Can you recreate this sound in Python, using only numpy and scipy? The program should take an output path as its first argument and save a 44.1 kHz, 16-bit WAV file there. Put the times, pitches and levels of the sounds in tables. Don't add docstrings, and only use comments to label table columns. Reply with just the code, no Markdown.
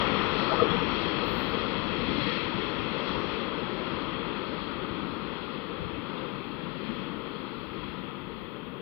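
import sys
import numpy as np
from scipy import signal
from scipy.fft import rfft, irfft, next_fast_len
from scipy.io import wavfile
from scipy.ndimage import uniform_filter1d, map_coordinates

SR = 44100
rng = np.random.default_rng(int(sys.argv[2]) if len(sys.argv) > 2 else 0)


def output_pcm(signal):
    pcm = np.clip(np.atleast_2d(signal).T, -1, 1) * 32767
    wavfile.write(sys.argv[1], SR, np.round(pcm).astype(np.int16))


N = 388521
TOP_HZ = 15720

# frequency in Hz, relative level in dB per Hz.
HISS_RIGHT_COLOUR = [(5000, -26.5), (9000, -24), (9600, -11.5), (10500, -3), (12000, -0.5), (14000, 0.5),
                     (15700, -6.5)]
HISS_LEFT_COLOUR = [(9000, -120), (10000, -25), (11500, -6), (13500, -0.5), (15000, -4.5), (15700, -14)]
# time in seconds, level in dB.
HISS_LEFT_GROWTH = [(0, -99), (2, -97), (4, -87), (5.5, -82.5), (7, -80), (8.81, -78)]

# centre in seconds, right peak in dB, left peak in dB.
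WIND_POPS = [(2.11, -46, -30), (2.46, -37, -34), (2.798, -46, -27), (2.839, -41, -29), (3.972, -39, -42),
             (4.071, -45, -47), (4.115, -49, -43), (4.138, -43, -46), (4.911, -42, -28), (5.796, -44, -44),
             (5.822, -36, -28), (5.852, -42.5, -28), (5.99, -41, -33), (8.4, -44, -36)]

# centre in Hz, width in Hz, level in dB, time to fade by 20 dB in seconds.
SQUEAL_BANDS = [(12800, 400, -4, .17), (13300, 280, -12, .33), (13850, 460, 1, .28), (14620, 560, -4, .14),
                (15350, 500, -15, .06)]
SQUEAL_START_S, SQUEAL_RISE_S, SQUEAL_HOLD_S = 1.22, 0.04, 0.09
SQUEAL_DB = -63.5

# frequency in Hz, relative level in dB per Hz.
GROUND_COLOUR = [(13, -38), (27, -17.5), (42, -0.5), (97, -1.5), (135, -8), (180, -31.5), (300, -120)]
BODIES_COLOUR = [(74, -39.5), (125, -5.5), (199, 0.5), (330, -3.5), (430, -20), (730, -120)]
SLEEPERS_COLOUR = [(190, -31.5), (320, 0), (399, 0.5), (460, 2), (577, -3.5), (639, -9.5), (720, -16),
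                   (940, -42), (1580, -120)]
RAILS_COLOUR = [(400, -28), (680, -10.5), (736, -9), (834, -4.5), (1050, -1.5), (1170, -2.5), (1260, 0),
                (1400, -3.5), (1600, -12.5), (2080, -41.5), (3520, -120)]
WHEELS_COLOUR = [(880, -30.5), (1500, -14), (1680, -3.5), (1880, 0.5), (2390, -2), (2600, 2), (2980, -4),
                 (3270, 3.5), (3420, 0.5), (3720, -9.5), (3900, -15), (5070, -43.5), (8580, -120)]
SIZZLE_COLOUR = [(3300, -120), (3750, -5.5), (4200, -0.5), (4900, -16.5), (5300, -22.5), (5700, -120)]
FRINGE_COLOUR = [(4500, -120), (5000, -0.5), (5350, 5), (5550, 4), (5800, -10), (6000, -15), (6300, -20),
                 (6500, -44), (7000, -120)]

# level at the start in dB before its swells, loss to air and ground in dB
# per 100 m (negative: a gain), share of the swells taken (a factor), rms of its own wander in knots in dB.
GROUND_FADE = (-40.5, -1, 0.73, 1.5)
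BODIES_FADE = (-29.5, -1, 0.5, 0.47)
SLEEPERS_FADE = (-29, 1, 1, 0.54)
RAILS_FADE = (-29, 2, 0.76, 0.44)
WHEELS_FADE = (-30, 3.5, 0.71, 0)
SIZZLE_FADE = (-40.5, 5.5, 1, 1.55)
FRINGE_FADE = (-56.5, 17.5, 2, 1.8)
WANDER_PER_S = 4
WHEEL_FLUTTER_DB, WHEEL_FLUTTER_PER_S = 0.7, 18

# centre in seconds, rise of the wheels in dB, rise of the track in dB,
# rise of the treble in dB, length in seconds.
ROAR_SWELLS = [(0.0, 3, 3, 2, 0.17), (.3, 0.5, 1, -1.5, 0.17), (.58, -1.3, 1.5, -1, 0.19),
               (.73, 2, 1.5, 0.5, 0.098), (1.7, 0, 0, 0.5, .3), (2.14, 2.5, 0, 3, 0.36),
               (2.33, 4, 0.8, 4, 0.24), (2.7, 2.5, 1, 1, 0.82), (3.1, 3, 3, 5, 0.253),
               (3.33, 3.5, 0.5, 3.5, 0.22), (4.03, 1.5, 2.5, 1.5, 0.99), (4.85, 0, 1, -0.5, 0.21),
               (5.1, 0, 0, 1.5, .3), (5.4, 1, 0, 1, 0.25), (6.15, 1, 1.5, 1, 0.39), (6.95, 4, 1, 3.5, 0.37),
               (7.35, 2, 0.5, 1, 0.29), (7.88, 4.5, 0.5, 4.5, 0.42), (8.3, 1.5, 0, 0.5, 0.34)]
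# centre in seconds, rise of the wagon bodies in dB, rise of the ground in dB,
# length in seconds.
RUMBLE_SWELLS = [(.3, -2, 3.5, 0.19), (.68, 0.5, 1.5, 0.18), (1.3, -1.5, 4, 0.59), (2.15, 4.5, 8.5, 0.34),
                 (3.15, 3.5, 5, 0.3), (4.0, 4.5, 1, 0.46), (5.1, 3.5, 0.5, 0.57), (5.6, 0, -3, .3),
                 (5.88, 0, 5, .16), (6.3, 2, 2, 0.36), (6.95, 4.5, -0.5, 0.58), (8.0, 5, -3, 0.12),
                 (8.45, -0.5, 3, 0.19)]

START_M, SPEED_M_S = 75.1, 19.62
HIDDEN_M, HIDDEN_DB_M = 145, 0.04
HOLLOW_HZ, HOLLOW_WIDTH_HZ, HOLLOW_DB_S = 685, 280, 0.39
SCATTER_DB, SCATTER_GAINS_DB_S = -0.5, 0.5353

# centre in
# seconds, pitch in Hz, peak in dB, length in seconds.
TONE_BURSTS = [(.271, 87, -27.5, 0.021), (.508, 1322, -23, 0.031), (.524, 640, -21, 0.02),
               (.53, 832, -25.5, 0.041), (.535, 494, -28, 0.032), (.582, 476, -25, 0.027),
               (.603, 1254, -15, 0.009), (.616, 113, -25, 0.018), (.617, 648, -21.5, 0.025),
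               (.625, 470, -14.5, 0.014), (.62, 1094, -31, 0.023), (.65, 444, -26, 0.033),
               (.7, 1320, -28, 0.014), (.705, 104, -26, 0.014), (.711, 3380, -27, 0.013),
               (.675, 1363, -29, .02), (.715, 174, -24.5, .03), (.745, 480, -23, .02),
               (.775, 199.3, -28.5, .025), (.81, 1255, -28.5, .03), (.83, 267, -27, .02),
               (.885, 218, -28, 0.024), (.826, 452, -22.5, 0.014), (1.236, 483, -24.5, 0.023),
               (1.544, 467.2, -31, 0.04), (1.995, 180, -26, 0.024), (2.03, 237.5, -27, 0.032),
               (2.09, 279, -24.5, 0.03), (2.11, 164.8, -20.5, 0.0127), (2.183, 290, -24.5, 0.015),
               (2.19, 98, -33, 0.019), (2.22, 130, -22, 0.014), (2.268, 298, -23, 0.021),
               (2.321, 3350, -30, 0.013), (2.546, 98.9, -30, .016), (2.56, 169, -22.5, 0.0086),
               (2.92, 200, -24, 0.011), (2.949, 480, -26, 0.012), (3.082, 3345, -34, .015),
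               (3.379, 458.6, -30, 0.019), (5.805, 169, -31, 0.034), (5.87, 162.6, -30, 0.015),
               (5.989, 300, -27, .02), (6.182, 3514, -39, 0.014), (6.519, 3240, -42, .015),
               (6.691, 95.6, -37, .016), (6.9, 216, -27, 0.024), (7.836, 990, -36, .014),
               (7.842, 3300, -40, .015), (7.948, 1000, -38, .012)]
RATTLE_DB, RATTLE_SPREAD, RATTLE_LASTS = -13, 0.2, 1.5
# centre in seconds, pitch in Hz, peak in dB, length in seconds.
WHEEL_RINGS = [(2.16, 2090, -38.5, .14), (2.29, 1885, -37, 0.063), (2.29, 2650, -41, 0.056),
               (2.37, 2590, -41, 0.14)]

# frequency in Hz, gain in dB.
SHIELD_GAIN = [(90, -29), (200, -27.5), (480, -25), (730, -22.5), (1090, -20), (1600, -21), (1950, -26.5),
               (2500, -22), (3050, -31), (3300, -30), (3550, -27), (3820, -20.5), (4080, -23),
               (4250, -17.5), (4680, -10), (5100, -9), (5600, -15.5), (6140, -17)]
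# frequency in Hz, likeness from 0 to 1, phase lead in radians.
SHARED_SOUND = [(90, .1, 1), (200, .8, .5), (480, .9, .5), (730, .45, .6), (1120, .87, .3),
                (1550, .55, -.5), (1800, .55, -.5), (1950, .1, -.8), (2280, .1, -1.2), (2450, .6, -1.3),
                (2700, .45, -.8), (3000, .15, 1.5), (3450, .5, 5), (3750, .15, 6.8), (3950, .3, 8.7),
                (4070, .1, 10.5), (4250, .65, 11.8), (4550, .2, 10.5), (4800, .3, 9.4), (5200, .2, 7.9),
                (5550, .3, 8.6), (5900, .1, 8.5)]


def amp(db):
    return 10 ** (np.asarray(db) / 20)


def unit(x):
    return x / np.sqrt(np.mean(x ** 2) + 1e-20)


def along(points, hz):
    f, *cols = np.transpose(points)
    return [np.interp(np.log(hz + 1), np.log(f + 1), c) for c in cols]


def curves(rows):
    s, *cols = np.transpose(rows)
    return [np.interp(np.arange(N) / SR, s, c) for c in cols]


def swells(rows):
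    t = np.arange(N) / SR
    return sum(np.outer(db, np.exp(-(2 * (t - s) / length) ** 2)) for s, *db, length in rows)


def wobble(rate):
    knots = rng.standard_normal(int(N * rate / SR) + 4)
    return map_coordinates(knots, [np.arange(N) * rate / SR])


def filtered(x, response):
    m = next_fast_len(N + SR // 2)
    return irfft(rfft(x, m) * response(np.fft.rfftfreq(m, 1 / SR)), m)[..., :N]


def rush(colour, patchy_db):
    z = signal.stft(rng.standard_normal((2, N)), nperseg=512)[2]
    field = rng.standard_normal(z.shape[1:])
    field = uniform_filter1d(field, size=5, axis=0)
    field = uniform_filter1d(field, size=16, axis=1)
    pair = signal.istft(z * amp(patchy_db * unit(field)), nperseg=512)[1][:, :N]
    return unit(filtered(pair, lambda hz: amp(along(colour, hz)[0])))


def bursts(rows):
    out = np.zeros(N)
    t = np.arange(-8000, 8000) / SR
    phases = np.pi * rng.integers(2, size=len(rows))
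    for (s, hz, db, length), phase in zip(rows, phases):
        envelope = np.exp(-(2 * t / length) ** 2)
        start = round((s + t[0]) * SR)
        out[start:][:len(t)] += amp(db) * envelope * np.sin(2 * np.pi * hz * t + phase)
    return out


def hiss():
    left = amp(curves(HISS_LEFT_GROWTH)[0]) * rush(HISS_LEFT_COLOUR, patchy_db=4.0)[0]
    right_colour = [(4000, -120), *HISS_RIGHT_COLOUR]
    right = amp(-74.0) * rush(right_colour, patchy_db=1.0)[0]
    return np.array([left, right])


def wind():
    right = bursts([(s, 95, db, .011) for s, db, _ in WIND_POPS])
    left = bursts([(s, 100, db, .012) for s, _, db in WIND_POPS])
    buffet_colour = [(15, -40), (30, -16), (60, -3), (100, 0), (170, -10), (300, -40), (400, -120)]
    buffet = amp(-63) * rush(buffet_colour, patchy_db=1.5)[0]
    return np.array([left, right + buffet])


def squeal():
    t = np.arange(N) / SR - SQUEAL_START_S
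    fading_s = np.clip(t - SQUEAL_RISE_S - SQUEAL_HOLD_S, 0, None)
    noise = rush([(20, 0), (20000, 0)], patchy_db=3.5)
    bands = np.zeros((2, N))
    for hz, width, db, fade_s in SQUEAL_BANDS:
        band = unit(filtered(noise, lambda f: 1 / (1 + ((f - hz) / width * 2) ** 4)))
        bands += amp(db - 20 * (fading_s / fade_s) ** 2) * band
    rise = np.clip(t / SQUEAL_RISE_S, 0, 1) ** 2
    sides = amp([[0], [-16]])
    return rise * amp(SQUEAL_DB) * bands * sides


def rolling():
    gone_m = SPEED_M_S * np.arange(N) / SR
    spreading_db = -20 * np.log10(1 + gone_m / START_M)
    path_db = spreading_db - HIDDEN_DB_M * np.clip(gone_m - HIDDEN_M, 0, None)
    wheels_db, track_db, treble_db = swells(ROAR_SWELLS)
    bodies_db, ground_db = swells(RUMBLE_SWELLS)
    wheels_db = wheels_db + WHEEL_FLUTTER_DB * wobble(WHEEL_FLUTTER_PER_S)

    def layer(colour, patchy_db, swell_db, fade):
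        start_db, loss_db, share, wander_db = fade
        fading_db = start_db + path_db - loss_db * gone_m / 100
        moving_db = share * swell_db + wander_db * wobble(WANDER_PER_S)
        return amp(fading_db + moving_db) * rush(colour, patchy_db)

    ground = layer(GROUND_COLOUR, 1.0, ground_db, GROUND_FADE)
    bodies = layer(BODIES_COLOUR, 0.1, bodies_db, BODIES_FADE)
    sleepers = layer(SLEEPERS_COLOUR, 1.07, track_db, SLEEPERS_FADE)
    rails = layer(RAILS_COLOUR, 0.28, track_db, RAILS_FADE)
    wheels = layer(WHEELS_COLOUR, 0.05, wheels_db, WHEELS_FADE)
    sizzle = layer(SIZZLE_COLOUR, 1.0, treble_db, SIZZLE_FADE)
    fringe = layer(FRINGE_COLOUR, 1.5, treble_db, FRINGE_FADE)
    return ground + bodies + sleepers + rails + wheels + sizzle + fringe


def hollowed(x):
    band = filtered(x, lambda hz: np.exp(-((hz - HOLLOW_HZ) / HOLLOW_WIDTH_HZ * 2) ** 2))
    kept = amp(-HOLLOW_DB_S * np.arange(N) / SR)
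    return x - (1 - kept) * band


def rattle(rows, count):
    out = np.zeros(N + SR)
    t = np.arange(SR // 5) / SR
    draws = rng.standard_normal((len(rows), 2, count, 1))
    for (s, hz, db, length), (detune, gain) in zip(rows, draws):
        age = t / (RATTLE_LASTS * length)
        envelope = 2 * age * np.exp(1 - 2 * age)
        tones = gain * np.sin(2 * np.pi * hz * np.exp(RATTLE_SPREAD * detune) * t)
        start = round((s - length / 2) * SR)
        out[start:][:len(t)] += amp(db + RATTLE_DB) * envelope * tones.sum(0) / np.sqrt(count)
    return out[:N]


def clanks_and_grains():
    return bursts(TONE_BURSTS) + rattle(TONE_BURSTS, count=5)


def wheel_rings():
    return bursts(WHEEL_RINGS)


def microphones(direct, scattered):
    def shares(hz):
        alike, lead = along(SHARED_SOUND, hz)
        gain = amp(along(SHIELD_GAIN, hz)[0])
        return gain * [alike * np.exp(1j * lead), np.sqrt(1 - alike ** 2)]

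    right = filtered(np.array([direct, scattered]), shares).sum(0)
    return np.array([direct, right])


def scene():
    background = hiss() + wind() + squeal()
    direct, scattered = rolling()
    scattered = scattered * amp(SCATTER_DB + SCATTER_GAINS_DB_S * np.arange(N) / SR)
    train = hollowed(direct) + clanks_and_grains() + wheel_rings()
    return background + microphones(train, scattered)


def record(dry):
    return filtered(dry, lambda hz: hz < TOP_HZ)


dry = scene()
out = record(dry)
output_pcm(out)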